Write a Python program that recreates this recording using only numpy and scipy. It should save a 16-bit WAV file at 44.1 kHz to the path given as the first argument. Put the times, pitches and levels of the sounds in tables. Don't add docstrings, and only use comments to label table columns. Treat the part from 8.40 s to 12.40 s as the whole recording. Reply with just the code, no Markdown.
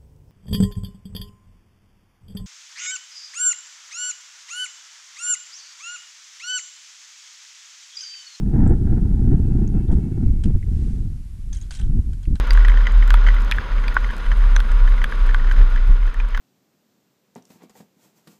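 import sys
import numpy as np
from scipy.fft import rfft, irfft, next_fast_len
from scipy.io import wavfile
from scipy.ndimage import uniform_filter1d, minimum_filter1d, map_coordinates

SR = 44100
rng = np.random.default_rng(int(sys.argv[2]) if len(sys.argv) > 2 else 0)


def wrap_up_sound(samples):
    columns = np.atleast_2d(samples).T
    tamed = np.clip(columns, -1, 1)
    steps = np.round(tamed * 32767).astype(np.int16)
    wavfile.write(sys.argv[1], SR, steps)


N = 176400

# (frequency [Hz], relative level [dB])
BUFFET_SPECTRUM = [(8, -8), (22, 3.5), (45, 2), (80, -6.5), (130, -16.5), (550, -120)]
RUMBLE_SPECTRUM = [(40, -14.5), (90, 1.5), (130, 1.5), (200, -3.5), (300, -19), (550, -45), (2000, -120)]
ROAR_SPECTRUM = [(110, -29), (205, 2.5), (350, -6), (480, -22.5), (640, -120)]
RUSH_SPECTRUM = [(300, -1), (480, 5), (560, -7), (660, 0.5), (800, 1.5), (950, -5.5), (1140, -20.5),
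                 (1310, -8.5), (1750, -13), (2250, -24.5), (14000, -105)]
# (time [s], buffet [dB], rumble [dB])
BREEZE_LEVELS = [(0, -20.5, -23.5), (.75, -14.5, -21.5), (1.4, -19, -25.5), (1.72, -26, -24.5),
                 (1.97, -16.5, -30.5), (2.21, -24.5, -38.5), (2.29, -18.5, -30), (2.65, -21.5, -30.5),
                 (2.87, -32.5, -48.5), (3.15, -23, -42.5), (3.32, -32.5, -47.5), (3.7, -21, -34.5),
                 (3.84, -28.5, -49)]
# (start [s], length [s], buffet [dB], rumble [dB], rush [dB])
GUST_EVENTS = [(0.124, 0.068, -20.5, -17.5, -39.5), (0.186, 0.15, -15, -18, -37.5),
               (0.457, .135, -21, -21, -44), (0.822, 0.081, -16, -20, -51),
               (0.908, .045, -13.5, -13.5, -40.5), (1.089, .17, -25, -22, -50),
               (1.329, 0.071, -21, -21, -45.5), (1.483, 0.099, -12, -20.5, -47),
               (1.493, 0.03, -33, -28, -35.5), (1.768, 0.08, -37, -22.5, -51),
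               (1.833, .08, -13, -25.5, -61), (2.04, 0.072, -16, -19.5, -51.5),
               (2.132, 0.036, -10, -26, -51.5), (3.39, 0.091, -14.5, -33.5, -64),
               (3.481, .12, -15.5, -26, -58), (3.865, 0.087, -15.5, -28, -64)]
# (start [s], level [dB], decay [s], tilt [dB/octave])
CRUNCH_EVENTS = [ (1.512, -55, 0.037, 5), (2.037, -42.5, 0.016, 0.5), (3.126, -46, 0.014, 2),
                 (3.146, -49, 0.038, 4.5), (3.213, -54.5, 0.045, 2), (3.308, -37, 0.011, 0),
                 (3.321, -46.5, 0.03, 3), (3.339, -42.5, 0.028, 3), (3.357, -45.5, 0.012, 2.5),
                 (3.389, -44.5, 0.033, -1.5), (3.731, -52.5, 0.01, 0), (3.827, -54, 0.023, -0.5),
                 (3.953, -42, 0.0086, -2.5)]
# (frequency [Hz], relative level [dB])
GRAVEL_SPECTRUM = [(450, -9.5), (850, -2.5), (1120, -6), (1520, -1.5), (3300, -5), (5400, -7), (9200, -6.5),
                   (10500, -21.5), (15000, -37)]
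STONE_MODES_HZ = [1534, 3200]
# (start [s], level [dB], ring [Hz], decay [s])
CLICK_EVENTS = [ (0.275, -38.5, 7800, 0.0034), (.292, -49, 8600, 0.011), (1.2763, -35, 6700, 0.0012),
                (1.48, -51, 3550, 0.0075), (2.039, -39.5, 2880, 0.0051), (2.227, -39.5, 2040, 0.0045),
                (3.129, -33.5, 6320, 0.0085), (3.17, -37, 6500, 0.0046), (3.213, -35, 6650, 0.0022),
                (3.224, -36, 6740, 0.0016), (3.3085, -32, 4840, 0.0031), (3.339, -39, 4200, 0.0057),
                (3.372, -35, 7750, 0.00095), (3.415, -37.5, 3140, 0.0028), (3.8525, -42, 2400, 0.004)]
# (time [s], fifth [dB], sixth [dB])
WHINE_LEVELS = [(.7, -96, -74), (1.26, -80, -66.5), (1.42, -64.5, -63), (1.54, -82, -74),
                (1.63, -65, -67.5), (2.15, -69, -76), (2.9, -100, -100)]
# (frequency [Hz], relative level [dB])
HISS_SPECTRUM = [(1800, 2.5), (3300, 0.5), (4800, -0.5), (9500, -0.5), (12000, -4.5), (15000, -18.5)]

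GUST_RISE_S, GUST_FALL_S = 0.014, 0.0066
ROAR_DB, ROAR_EXPONENT = -5.5, 1.24
RUSH_OFFSET_DB, RUSH_DB_PER_DB = -17.5, 1.43
CRUNCH_RISE_S, GRAINS_PER_S, GRAIN_SPREAD_DB = 0.0006, 500, 3
PEBBLE_GAIN, SAND_GAIN = 0.59, 0.4
PEBBLE_HZ, PEBBLE_LOG_SPREAD, PEBBLE_DECAY_CYCLES = 4910, 0.497, 16
STONE_WIDTH_HZ, STONE_RING_DB = 90, 7
CLICK_RISE_S, CLICK_HALF_WIDTH_HZ, CLICK_GRIT_DB = 0.0005, 230, -17
SCUFF_CENTRE_S, SCUFF_HALF_WIDTH_S, SCUFF_DB = 2.442, 0.17, -59
WHINE_HZ, WHINE_DRIFT = 441.5, 0.003
HISS_DB = -62
CEILING_FS, TOP_HZ = 0.64, 15200


def wind():
    t = np.arange(N) / SR
    buffet_db, rumble_db = curves(BREEZE_LEVELS)
    power = amp([buffet_db, rumble_db, RUSH_OFFSET_DB + RUSH_DB_PER_DB * rumble_db]) ** 2
    for start_s, length_s, *levels_db in GUST_EVENTS:
        rise = np.sin(np.pi / 2 * np.clip((t - start_s) / GUST_RISE_S, 0, 1)) ** 2
        fall = np.exp(-np.maximum(t - start_s - length_s, 0) / GUST_FALL_S)
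        power += (amp(levels_db)[:, None] * rise * fall) ** 2
    buffet_gain, rumble_gain, rush_gain = np.sqrt(power)
    roar_gain = amp(ROAR_DB) * rumble_gain.max() * (rumble_gain / rumble_gain.max()) ** ROAR_EXPONENT
    swell_db, flutter = 0.7 * wobble(20), wobble(90)
    buffet = buffet_gain * eddies(BUFFET_SPECTRUM, flutter_db=0, samples=2200)
    rumble = rumble_gain * eddies(RUMBLE_SPECTRUM, flutter_db=3.1 * flutter, samples=1500)
    roar = roar_gain * eddies(ROAR_SPECTRUM, flutter_db=4.5 * flutter, samples=1500)
    rush = rush_gain * eddies(RUSH_SPECTRUM, flutter_db=2.9 * flutter + 2 * wobble(260), samples=1100)
    return amp(swell_db) * (buffet + rumble + roar + rush)


def eddies(spectrum, flutter_db, samples):
    turbulence = rng.standard_normal(N) * amp(flutter_db)
    return steady(unit(coloured(turbulence, spectrum)), samples)


def crunches():
    out, t = np.zeros(N + SR), np.arange(SR // 7) / SR
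    for start_s, level_db, decay_s, tilt_db in CRUNCH_EVENTS:
        hits = rng.random(len(t)) < GRAINS_PER_S / SR
        grains = hits * rng.choice([-1, 1], len(t)) * amp(GRAIN_SPREAD_DB * rng.standard_normal(len(t)))
        shower = unit(grains) + PEBBLE_GAIN * pebbles(t, count=40)
        shower += SAND_GAIN * rng.standard_normal(len(t))
        shower = filtered(shower, lambda hz: gravel_response(hz, tilt_db))
        envelope = (1 - np.exp(-t / CRUNCH_RISE_S)) * np.exp(-t / decay_s)
        envelope /= envelope.max()
        out[round(start_s * SR):][:len(t)] += amp(level_db) * steady(shower, samples=700) * envelope
    return out[:N]


def pebbles(t, count):
    start_s = rng.random((count, 1)) * t[-1]
    ring_hz = np.minimum(PEBBLE_HZ * np.exp(PEBBLE_LOG_SPREAD * rng.standard_normal((count, 1))), TOP_HZ)
    gain = amp(GRAIN_SPREAD_DB * rng.standard_normal((count, 1)))
    cycles = np.maximum(t - start_s, 0) * ring_hz
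    rings = gain * np.sin(2 * np.pi * cycles) * np.exp(-cycles / PEBBLE_DECAY_CYCLES)
    return unit(rings.sum(axis=0))


def gravel_response(hz, tilt_db):
    damping = 1j * hz * STONE_WIDTH_HZ
    modes = sum(damping / (mode_hz ** 2 - hz ** 2 + damping) for mode_hz in STONE_MODES_HZ)
    octaves = np.log2(np.clip(hz, 1000, 9000) / 1000)
    return (1 + amp(STONE_RING_DB) * modes) * amp(spectrum_db(GRAVEL_SPECTRUM, hz) + tilt_db * octaves)


def clicks():
    out, t = np.zeros(N + SR), np.arange(SR // 12) / SR
    for start_s, level_db, ring_hz, decay_s in CLICK_EVENTS:
        contact = rng.standard_normal(len(t))
        ring = filtered(contact, lambda hz: 1 / (1 + ((hz - ring_hz) / CLICK_HALF_WIDTH_HZ) ** 2))
        click = steady(ring, samples=100) + amp(CLICK_GRIT_DB) * noise(GRAVEL_SPECTRUM, len(t))
        envelope = (1 - np.exp(-t / CLICK_RISE_S)) ** 2 * np.exp(-t / decay_s)
        envelope /= envelope.max()
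        out[round(start_s * SR):][:len(t)] += amp(level_db) / 2 * click * envelope
    return out[:N]


def scuff():
    t = np.arange(N) / SR
    envelope = np.exp(-((t - SCUFF_CENTRE_S) / SCUFF_HALF_WIDTH_S) ** 2)
    return amp(SCUFF_DB) * envelope * noise(GRAVEL_SPECTRUM)


def whine():
    fifth_db, sixth_db = curves(WHINE_LEVELS)
    phase = 2 * np.pi * np.cumsum(WHINE_HZ * (1 + WHINE_DRIFT * wobble(8.9))) / SR
    out = np.zeros(N)
    for partial, level_db in [(5, fifth_db), (6, sixth_db), (7, sixth_db - 8)]:
        flicker = (1 + np.tanh(1 + 2 * wobble(20))) / 2
        out += amp(level_db) * flicker * np.sin(partial * phase)
    return out


def hiss():
    return amp(HISS_DB) * noise(HISS_SPECTRUM)


def limiter(x, samples):
    needed = np.minimum(1, CEILING_FS / (np.abs(x) + 1e-9))
    return x * smooth(minimum_filter1d(needed, 2 * samples), samples)


def amp(db):
    return 10 ** (np.asarray(db) / 20)


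def unit(x):
    return x / np.sqrt(np.mean(x ** 2) + 1e-20)


def spectrum_db(spectrum, hz):
    knots_hz, levels_db = np.transpose(spectrum)
    return np.interp(np.log(hz + 1), np.log(knots_hz + 1), levels_db)


def curves(rows):
    times_s, *columns = np.transpose(rows)
    return [np.interp(np.arange(N) / SR, times_s, column) for column in columns]


def wobble(knots_per_s):
    return map_coordinates(rng.standard_normal(2048), [np.arange(N) * knots_per_s / SR], mode="wrap")


def filtered(x, response):
    size = next_fast_len(len(x) + 8192)
    return irfft(rfft(x, size) * response(np.fft.rfftfreq(size, 1 / SR)), size)[:len(x)]


def coloured(x, spectrum):
    return filtered(x, lambda hz: amp(spectrum_db(spectrum, hz)))


def noise(spectrum, samples=N):
    return unit(coloured(rng.standard_normal(samples), spectrum))


def smooth(x, samples):
    return uniform_filter1d(uniform_filter1d(x, samples), samples)


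def steady(x, samples):
    return x / np.sqrt(np.abs(smooth(x * x, samples)) + 1e-9)


def scene():
    return (wind() + crunches() + clicks() + scuff() + whine() + hiss())[None]


def record(dry):
    limited = [limiter(x, samples=400) for x in dry]
    return np.array([filtered(x, lambda hz: 1 / (1 + (hz / TOP_HZ) ** 120)) for x in limited])


dry = scene()
out = record(dry)
wrap_up_sound(out)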